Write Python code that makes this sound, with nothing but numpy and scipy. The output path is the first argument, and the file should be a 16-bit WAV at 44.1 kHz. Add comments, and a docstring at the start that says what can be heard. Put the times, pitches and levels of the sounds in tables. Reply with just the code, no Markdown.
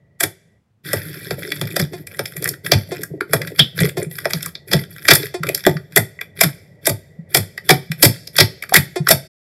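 """A small room, where two hands knead sticky slime on a table, close to a microphone.
Each big air pocket is gripped, bursts twice with a pop, a snap and a gulp, and leaves a soft low thump:
the tearing film excites the cavity, and the slab lands on the table. Small bubbles tick, open cavities
ring, soft pockets plop and creases squeak. Under the palms the slime rubs, squelches, fizzes and crackles
as it peels off the skin. Interference makes it all hollow, and the loudest pops overload the recorder."""
import sys
import numpy as np
from scipy import signal
from scipy.fft import rfft, irfft, next_fast_len
from scipy.io import wavfile
from scipy.ndimage import uniform_filter1d

SR = 44100
rng = np.random.default_rng(int(sys.argv[2]) if len(sys.argv) > 2 else 0)


def to_wav(s):
    """Save 16-bit WAV."""
    ch = np.atleast_2d(s).T  # columns
    pcm = np.round(np.clip(ch, -1, 1) * 32767)  # PCM
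    wavfile.write(sys.argv[1], SR, pcm.astype(np.int16))


N = 418068

# Resonances of the pops and the crackle. Each row: frequency in Hz, bandwidth in Hz, gain in dB.
POP_MODES = [(1650, 130, -4), (1960, 170, 0), (2330, 160, -5), (3470, 230, -2), (4550, 130, -6),
             (5200, 380, -5), (7470, 190, -7), (9560, 190, -3), (11500, 900, -6)]
# Hollow resonances of the gulps. Each row: frequency in Hz, bandwidth in Hz, gain in dB.
GULP_MODES = [(298, 6.7, -4), (379.2, 38, 6.5), (443.5, 68, 2), (569, 74, 2), (653, 27, 0), (872, 33, -4)]
# Low resonances of table and room. Each row: frequency in Hz, bandwidth in Hz, gain in dB.
TABLE_MODES = [(98, 16, 6), (148, 14, 3), (173, 22, 2)]
# Big air pockets, which burst again as they collapse. Each row: start in seconds, gap to the second burst
# in seconds, pop level in dB, pop pitch in Hz, snap level in dB, gulp level in dB, second burst against
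# the first in dB, thump level in dB. Levels in all tables are relative.
BIG_POCKETS = [(0.208, 0.029, -17.5, 1960, -15, -28, 2.5, -26.5),
               (0.9325, 0.0046, -20.5, 1590, -19, -20, -3.5, -21.5),
               (1.3085, 0.0059, -23.5, 2300, -31, -22, -7, -20.5),
               (1.6141, 0.004, -23.5, 2100, -26, -26.5, -7, -18.5),
               (1.7659, 0.034, -16.5, 2440, -19, -19.5, -1.5, -14),
               (2.1928, 0.005, -21.5, 1600, -25, -20.5, -12, -25.5),
               (2.72, 0.016, -5, 3250, -15, -10.5, -10.5, -7.5),
               (3.334, 0.0061, -12, 1680, -12.5, -13.5, -7, -18),
               (3.593, 0.0037, -13, 2600, -22, -24.5, 2.5, -12),
               (3.805, 0.0025, -23, 2470, -22, -24.5, -3, -10),
               (4.255, 0.0028, -17.5, 1310, -31.5, -16.5, -13, -33),
               (4.3343, 0.0037, -17.5, 5000, -23, -30.5, -27, -19.5),
               (4.717, 0.018, -22.5, 3050, -29.5, -26.5, 12.5, -10.5),
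               (5.087, 0.025, -2, 2570, -11, -14.5, 5.5, -13.5),
               (5.137, 0.018, -17.5, 3500, -8.5, -36, 0, -36),
               (5.666, 0.0058, -10, 1520, -16.5, -6.5, -13, -15.5),
               (5.963, 0.013, -12.5, 2090, -7, -13.5, -2, -12.5),
               (6.4129, .025, -6, 2190, -4.5, -14, -7, -14), (6.871, 0.026, -14, 2430, -9.5, -14, -8, -17),
               (7.349, 0.023, -7, 3100, -3.5, -15, -8.5, -14.5),
               (7.6935, 0.014, -6, 2420, -12.5, -12, 3, -11.5), (8.0304, 0.022, 0.5, 3150, 3, -8, -9.5, -7),
               (8.3863, 0.02, -5, 3160, -12.5, -15.5, 4, -9), (8.7427, 0.023, -5, 2420, -5, -19, 0.5, -12),
               (9.09, 0.023, -11, 2620, -8.5, -24, 6, -14.5)]

ATTACK_S, RELEASE_S = 0.029, 0.02  # attack of a press; release of any push
CONTACT_S = .84  # the sheet of slime is laid down and the kneading begins
RIP_DB = -37  # below this tack the rips die out and leave a smooth rub
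TOP_HZ = 15700


def undb(db):
    """Amplitude ratio of a level in decibels."""
    return 10 ** (np.asarray(db) / 20)


def unit(x):
    """Normalisation to an rms of 1."""
    return x / np.sqrt(np.mean(x ** 2) + 1e-18)


def add(out, s, x):
    """Superposition: x joins out from s seconds on."""
    i = max(0, int(s * SR))
    out[i:i + len(x)] += x[:len(out) - i]


def band(x, lo_hz, hi_hz, order=2):
    """Causal Butterworth band-pass filtering."""
    sos = signal.butter(order, [lo_hz, min(hi_hz, .48 * SR)], "band", fs=SR, output="sos")
    return signal.sosfilt(sos, x)


def resonance(f, hz, width):
    """Frequency response of a damped oscillator, with gain 1 at its centre."""
    return 1j * f * width / (hz ** 2 - f ** 2 + 1j * f * width)


def colour(x, modes, direct_db):
    """Modal filtering: parallel resonances add to a direct path."""
    size = next_fast_len(x.shape[-1])
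    f = np.arange(size // 2 + 1) * SR / size
    response = undb(direct_db) + sum(undb(db) * resonance(f, hz, width) for hz, width, db in modes)
    return irfft(rfft(x, size) * response, size)[..., :x.shape[-1]]


def disperse(x, lag_s):
    """Dispersion: the lows come last, so a burst falls in pitch; lag_s is the delay near 500 Hz."""
    f = np.fft.rfftfreq(x.shape[-1], 1 / SR)
    turns = lag_s * 500 * np.log(1 + f / 40)
    return irfft(rfft(x) * np.exp(-2j * np.pi * turns), x.shape[-1])


def swell(db, step_s):
    """Random amplitude modulation: the gain wanders by about db, to a new level every step_s."""
    knots = np.arange(0, N / SR + 1, step_s)
    levels = np.clip(rng.standard_normal(N)[:len(knots)], -2, 1)
    return undb(db * np.interp(np.arange(N) / SR, knots, levels))


def clicks(rate, spread_db):
    """A Poisson process of ruptures, mostly small and a few large."""
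    sizes = undb(spread_db * np.minimum(rng.exponential(size=N), 3))
    return (rng.random(N) < rate / SR) * sizes * rng.choice([-1, 1], N)


def blips(rate, hz, octaves, cycles, spread_db):
    """Free decay of tiny pockets: each rings for a few cycles at its own natural frequency."""
    t, out = np.arange(SR // 25) / SR, np.zeros(N)
    for when, pitch, size in rng.random((int(rate * N / SR), 3)):
        turns = t * hz * 2 ** (octaves * (2 * pitch - 1))
        ring = np.exp(-turns / cycles) * np.sin(2 * np.pi * turns)
        add(out, when * N / SR, undb(spread_db * size ** 3) * ring)
    return out


def room_noise(level_db=-62.5):
    """Stationary noise: the faint, mostly low background of the room."""
    # Spectrum of the quiet room. Each row: frequency in Hz, relative spectral density in dB.
    density = [(30, -21), (120, 6), (300, -13), (15000, -46.5)]
    hz, db = np.transpose(density)
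    f = np.maximum(np.arange(N // 2 + 1) * SR / N, 1)
    gain = undb(np.interp(np.log(f), np.log(hz), db))
    return undb(level_db) * unit(irfft(rfft(rng.standard_normal(N)) * gain, N))


def reverberation(x):
    """Dense reflections from table and walls decay exponentially; the middle lingers faintly."""
    t = np.arange(int(.7 * SR)) / SR
    def tail(lo_hz, hi_hz, t60, db):
        """One band of the impulse response, falling 60 dB in t60 seconds."""
        decay = rng.standard_normal(len(t)) * np.exp(-np.log(1000) * t / t60) * (1 - np.exp(-t / 0.0013))
        return undb(db) * band(decay / np.linalg.norm(decay), lo_hz, hi_hz)
    response = (tail(85, 175, t60=0.26, db=-12) + tail(110, 700, t60=0.24, db=-9)
                + tail(670, 5800, t60=0.17, db=-9.5) + tail(8000, TOP_HZ, t60=0.17, db=-9.0)
                + tail(1500, 7400, t60=0.61, db=-25))
    return x + signal.fftconvolve(x, response)[:N]


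def interference(x):
    """Destructive interference: some pitches cancel on the way to the microphone, which sounds hollow."""
    # Cancelled bands. Each row: frequency in Hz, bandwidth in Hz.
    notches = [(1015, 76), (2860, 420), (3820, 47), (6300, 160)]
    f, spectrum = np.fft.rfftfreq(N, 1 / SR), rfft(x)
    for hz, width in notches:
        spectrum = spectrum * (1 - resonance(f, hz, width))
    return irfft(spectrum, N)


def push(age, attack, hold, sag_db_per_s):
    """Amplitude envelope of one push: linear attack, sagging hold, exponential release."""
    shape = np.clip(1 + age / attack, 0, 1) * np.exp(-np.clip((age - hold) / RELEASE_S, 0, 20))
    return shape * undb(-sag_db_per_s * np.clip(age, 0, hold))


def hands(grip_lead_s=0.018, grip_attack_s=0.047, grip_hold_s=0.36, grip_sag_db_per_s=77.5):
    """Driving envelopes: the strongest push sets the tack (for crackle) and the squeeze (for squelch)."""
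    # The palms press and peel off. Each row: start in seconds, hold in seconds, tack in dB, squeeze in dB.
    presses = [(0.864, 0.13, -28.5, -39.5), (1.027, 0.31, -34.5, -40.5), (1.387, 0.46, -34, -36.5),
               (1.932, 0.082, -38, -36), (2.11, 0.29, -37.5, -52), (2.369, .16, -33, -33),
               (2.659, 0.079, -28, -35), (2.896, 0.13, -37.5, -35.5), (3.115, 0.06, -51.5, -32),
               (3.319, 0.2, -37.5, -32.5), (3.774, 0.11, -25, -25.5), (3.982, .05, -30.5, -26),
               (4.119, .37, -33, -49), (4.696, 0.13, -31.5, -37.5), (4.909, 0.12, -37.5, -51),
               (5.157, 0.096, -25, -33.5), (5.459, 0.047, -35.5, -25), (5.519, 0.16, -37, -66)]
    pushes = [(s, ATTACK_S, hold, 0, tack_db, squeeze_db) for s, hold, tack_db, squeeze_db in presses]
    # the fingers grip a big pocket just before it bursts, harder for a louder pop, then relax
    for s, _, pop_db, *_ in BIG_POCKETS:
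        if s > CONTACT_S:
            tack_db, squeeze_db = -27.5 + 0.48 * pop_db, -40.5 + 0.48 * pop_db
            pushes.append((s - grip_lead_s, grip_attack_s, grip_hold_s, grip_sag_db_per_s,
                           tack_db, squeeze_db))
    start, attack, hold, sag, tack_db, squeeze_db = np.transpose(pushes)[:, :, None]
    t = np.arange(0, N / SR, .001)
    shapes = push(t - start, attack, hold, sag)
    strongest = [np.max(undb(db) * shapes, axis=0) for db in (tack_db, squeeze_db)]
    return [np.interp(np.arange(N) / SR, t, gain) for gain in strongest]


def rubbing(low_db=-48, hollow_db=-55, smear_db=-61, stretch_db=-11, lift_s=0.57):
    """Friction noise: slime smears on skin and table, faintly while stretched and not while lifted."""
    t = np.arange(N) / SR
    noise = colour(rng.standard_normal(N), TABLE_MODES + GULP_MODES + POP_MODES, direct_db=1.5)
    rub = (undb(low_db) * unit(band(noise, 79, 175)) + undb(hollow_db) * unit(band(noise, 350, 610))
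           + undb(smear_db) * unit(band(noise, 1900, 2000, order=1)))
    stretched = undb(stretch_db) * push(t, ATTACK_S, lift_s, 0)
    laid_down = np.clip((t - CONTACT_S) / ATTACK_S, 0, 1)
    return rub * (stretched + laid_down)


def sizzling(tack, sizzle_db=-10):
    """Bubble resonance: swarms of tiny bubbles ring high on the surface, in uneven spurts."""
    swarm = blips(rate=1200, hz=11700, octaves=.22, cycles=20, spread_db=14)
    spurts = swell(db=5, step_s=0.025)
    pull = np.minimum(tack / undb(RIP_DB), 1)
    return undb(sizzle_db) * tack * pull * unit(spurts * swarm)


def squelching(squeeze, tack, gurgle_db=-1, rumble_db=-1):
    """Forced vibration: pockets gurgle under the palms, and the slab drives the table to a low rumble."""
    pockets = blips(rate=130, hz=400, octaves=.6, cycles=2.2, spread_db=13)
    gurgle = unit(band(colour(pockets, GULP_MODES, direct_db=-1.5), 270, 860, order=3))
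    table = colour(clicks(rate=160, spread_db=0), TABLE_MODES, direct_db=-10)
    rumble = unit(band(table, 105, 172.6, order=3))
    effort = np.sqrt(squeeze * tack)
    return undb(gurgle_db) * squeeze * gurgle + undb(rumble_db) * effort * rumble


def peeling(tack, crackle_db=-10, wet_db=-7, fizz_db=-12, rip_s=0.0021):
    """Adhesive failure: slime leaves the skin in short rips of crackle, tiny wet pops and fizz."""
    # The freshly laid sheet sizzles evenly; later it lets go in separate rips.
    # Each row: time in seconds, even share of the power from 0 to 1.
    evenness = [(1.301, 0.7), (1.601, 0.13)]
    even = np.clip(np.interp(np.arange(N) / SR, *np.transpose(evenness)), 0, 1)
    t = np.arange(SR // 20) / SR
    pull = np.minimum(tack / undb(RIP_DB), 1)  # it takes some pull to rip
    starts = abs(clicks(rate=100, spread_db=2.5)) * pull ** 2
    starts = starts * swell(db=1.5, step_s=.03)  # rips come in clusters
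    def rips():
        """Envelope of the rips in one band; each rip favours other bands."""
        envelope = unit(signal.fftconvolve(starts * rng.random(N) ** 2, t * np.exp(-2 * t / rip_s))[:N])
        return np.sqrt(even + (1 - even) * envelope ** 2)
    grains = colour(clicks(rate=4000, spread_db=2.5), POP_MODES, direct_db=-13)
    crackle = unit(rips() * band(grains, 1200, 6000))
    wet = rips() * pull * blips(rate=1300, hz=2700, octaves=1, cycles=7, spread_db=14)
    wet = unit(band(colour(wet, POP_MODES, direct_db=-10), 1150, 7000))
    fizz = unit(rips() * band(grains, 7000, 10000) + rips() * band(grains, 10000, 13500))
    return tack * (undb(crackle_db) * crackle + undb(wet_db) * wet + undb(fizz_db) * fizz)


def squeaks(sweep_hz=5000, end_hz=350, fall_s=.0015):
    """Flow-induced vibration: escaping air buzzes a crease, and the pitch plunges as it widens."""
    # Creases squeezed empty. 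Each row: start in seconds, level in dB.
    creases = [(1.93, -29), (2.914, -23.5), (3.968, -21), (5.339, -22), (8.957, -19)]
    t, out = np.arange(SR // 10) / SR, np.zeros(N)
    harmonic = np.arange(1, 30)[:, None]
    pitch = end_hz + sweep_hz * np.exp(-t / fall_s)
    partials = np.sin(2 * np.pi * harmonic * np.cumsum(pitch) / SR) / harmonic ** .65
    buzz = np.sum((harmonic * pitch < TOP_HZ) * partials, axis=0)
    opening = t / (5.5 * fall_s)
    for s, db in creases:
        add(out, s, undb(db) * opening * np.exp(1 - opening) * buzz)
    return colour(out, POP_MODES + GULP_MODES, direct_db=-10.5)


def plops(swell_cycles=1.6, drop=0.1):
    """Heavily damped oscillation: a soft pocket swells and dies away, its pitch settling downward."""
    # Soft pockets that fold shut. Each row: start in seconds, final pitch in Hz, level in dB.
    soft_pockets = [(0.236, 343, -15.5), (3.11, 145.6, -21), (3.214, 364, -15.5), (3.841, 403, -9),
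                    (4.063, 150, -20), (5.234, 400, -18), (5.401, 150.3, -20.5), (5.752, 146.7, -15.5),
                    (7.187, 162, -24.5), (7.899, 152.2, -15), (9.0, 146.5, -11.5)]
    t, out = np.arange(SR // 10) / SR, np.zeros(N)
    for s, hz, db in soft_pockets:
        age = t * hz / swell_cycles
        pitch = hz * (1 + drop * np.exp(-age))
        shape = (age * np.exp(1 - age)) ** 2
        add(out, s, undb(db) * shape * np.sin(2 * np.pi * np.cumsum(pitch) / SR))
    return out


def ringing_cavities(waver=0.085):
    """Cavity resonance: open pockets ring briefly, and their soft walls make the pitch waver."""
    # Cavities that stay open. Each row: start in seconds, pitch in Hz, level in dB, T60 in seconds.
    cavities = [(0.208, 663, -22, 0.17), (3.209, 1446, -4, 0.014), (3.594, 3353, 2, 0.12),
                (5.666, 366, -2, 0.08), (5.971, 1953, 0.5, 0.045), (6.19, 2055, -20, 0.031),
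                (7.698, 767, -3, 0.1), (8.723, 794, -6, 0.049), (8.755, 2258, 5, 0.048),
                (9.107, 660, -2, 0.1)]
    t, out = np.arange(SR // 8) / SR, np.zeros(N)
    for s, hz, db, t60 in cavities:
        pitch = hz * (1 + waver * unit(uniform_filter1d(rng.standard_normal(len(t)), size=90)))
        shape = (1 - np.exp(-t / 0.00018)) * np.exp(-np.log(1000) * t / t60)
        add(out, s, undb(db) * shape * np.sin(2 * np.pi * np.cumsum(pitch) / SR))
    return out


def thumps(hz=136, rise_s=0.052, fall_s=0.015, drop=0.33, drop_s=0.0074, lag_s=0.02, trim_db=-1.5):
    """Impact excitation: the slab lands lag_s after each second burst and sets table and room booming."""
    age = np.arange(-int(.04 * SR), int(.14 * SR)) / SR
    shape = 2 / (np.exp(-age / rise_s * 2) + np.exp(age / fall_s)) * signal.windows.hann(len(age)) ** .5
    glide = 1 + drop * (np.exp(-np.maximum(age + drop_s, 0) / drop_s) - 1 / np.e)
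    out = np.zeros(N)
    for (s, gap, *_, db), (phase, detune) in zip(BIG_POCKETS, rng.random((len(BIG_POCKETS), 2))):
        pitch = hz * (1 + .2 * (2 * detune - 1)) * glide
        swing = np.sin(2 * np.pi * (phase + np.cumsum(pitch) / SR))
        # the soft slab never wobbles the same way twice
        wobble = 0.37 * unit(band(rng.standard_normal(len(age)), 80, 230))
        add(out, s + gap + lag_s + age[0], undb(db + trim_db) * shape * (swing + wobble))
    return colour(out, TABLE_MODES, direct_db=-2.5)


def bursts(tick_width=0.29, pocket_width=0.99, tick_tear_s=0.0015, second_tear_s=0.0044):
    """Film ruptures: one per small bubble, two per big pocket; widths are bandwidth over pitch."""
    # Small bubbles that break with a single tick.
    # Each row: start in seconds, pop level in dB, pitch in Hz, snap level in dB.
    ticks = [(1.52, -18, 2380, -30), (1.69, -39, 1810, -52), (1.8152, -26, 5080, -32),
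             (2.072, -34, 2400, -33), (2.259, -28.5, 5330, -31.5), (2.3678, -31.5, 2110, -27.5),
             (2.425, -37.5, 3490, -27.5), (2.443, -29.5, 2040, -18.5), (2.4577, -19, 2110, -33),
             (2.477, -24, 2020, -23.5), (2.4907, -27, 5080, -17), (2.665, -21, 2000, -31),
             (3.0355, -26.5, 1610, -24), (3.21, -25, 1790, -35.5), (3.418, -22.5, 2170, -34),
             (3.474, -30, 2070, -33.5), (4.1854, -27, 1900, -33), (4.308, -25, 2070, -28.5),
             (4.429, -29, 3400, -25), (4.4614, -29, 1250, -23.5), (4.5537, -27.5, 4120, -50.5),
             (5.052, -23, 1880, -50.5), (5.435, -19, 1450, -32.5), (5.4701, -26, 2150, -32.5),
             (5.4909, -18, 2520, -22.5), (5.5487, -20, 4400, -16), (5.5782, -34, 1900, -29),
             (5.769, -28.5, 1950, -57.5), (6.2137, -22.5, 2030, -33.5), (6.857, -25, 5600, -26),
             (7.579, -23.5, 2180, -39.5), (7.9183, -22, 2640, -30), (8.2747, -30, 5150, -36),
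             (8.3673, -25.5, 4340, -19), (8.6257, -24.5, 2420, -31.5), (8.638, -27.5, 1850, -40.5),
             (8.6946, -33.5, 1940, -34), (9.072, -12, 1530, -34)]
    tick_gulp_db = -19  # against the pop
    rows = [(s, pop, hz, tick_width, snap, pop + tick_gulp_db, tick_tear_s) for s, pop, hz, snap in ticks]
    for s, gap, pop, hz, snap, gulp, second, _ in BIG_POCKETS:
        first_tear_s = 0.094 * gap  # time the film takes to give way
        rows.append((s, pop, hz, pocket_width, snap, gulp, first_tear_s))
        rows.append((s + gap, pop + second, hz, pocket_width, snap + second, gulp + second, second_tear_s))
    return rows


def tearing(age, rise_s, fall_s, grain_db):
    """Noise excitation: tiny ruptures build up as a film peels, until it gives way at age 0."""
    shape = np.exp(np.minimum(age / rise_s, -age / (fall_s + 0.79 * rise_s)))
    return shape * rng.standard_normal(shape.shape) * undb(grain_db * rng.exponential(size=shape.shape))


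def pops(snap_trim_db=-1, gulp_trim_db=1):
    """Transient excitation: at each burst the cavity pops, the film snaps and the closing hole gulps."""
    size, lead_s = 4096, .02
    age, f = np.arange(size) / SR - lead_s, np.fft.rfftfreq(size, 1 / SR)
    s, pop_db, hz, width, snap_db, gulp_db, tear_s = np.transpose(bursts())[:, :, None]
    cavity = colour(tearing(age, tear_s, fall_s=.0012, grain_db=2.5), POP_MODES, direct_db=-11)
    cavity = irfft(rfft(cavity) * resonance(f, hz, width * hz))
    cavity = band(cavity, 1100, 6000, order=4)
    cavity = colour(cavity, [(1215, 220, 10), (4840, 840, 3.8)], direct_db=5.5)  # broad resonances
    film = colour(tearing(age, tear_s, fall_s=0.00046, grain_db=3.0), POP_MODES, direct_db=-15.5)
    film = band(film, 6200, 13800, order=3)
    hole = colour(tearing(age, tear_s, fall_s=0.0054, grain_db=3.5), GULP_MODES, direct_db=-11)
    hole = band(disperse(hole, lag_s=.002), 285, 880, order=4)
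    out = np.zeros(N)
    for layer, db in ((cavity, pop_db), (film, snap_db + snap_trim_db), (hole, gulp_db + gulp_trim_db)):
        # levels are the energy of a burst spread over 10 ms
        rms = np.sqrt(np.sum(layer ** 2, axis=1, keepdims=True) / (.01 * SR))
        for start, burst in zip(s[:, 0], layer / rms * undb(db)):
            add(out, start - lead_s, burst)
    return out


def scene():
    """Superposition: all the slime sounds reach the microphone through the room, over its noise."""
    tack, squeeze = hands()
    kneading = peeling(tack) + squelching(squeeze, tack) + sizzling(tack) + rubbing()
    slime = pops() + thumps() + ringing_cavities() + plops() + squeaks() + kneading
    return (interference(reverberation(slime)) + room_noise())[None]


def record(dry):
    """Hard clipping flattens the loudest pops; a low-pass cuts the top, and the end falls silent."""
    silent_s, fade_s = 9.28, .01
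    low_pass = signal.ellip(8, .2, 70, TOP_HZ, fs=SR, output="sos")
    gate = np.clip((silent_s - np.arange(N) / SR) / fade_s, 0, 1)
    return signal.sosfilt(low_pass, np.clip(dry, -1, 1) * gate)


dry = scene()
out = record(dry)
to_wav(out)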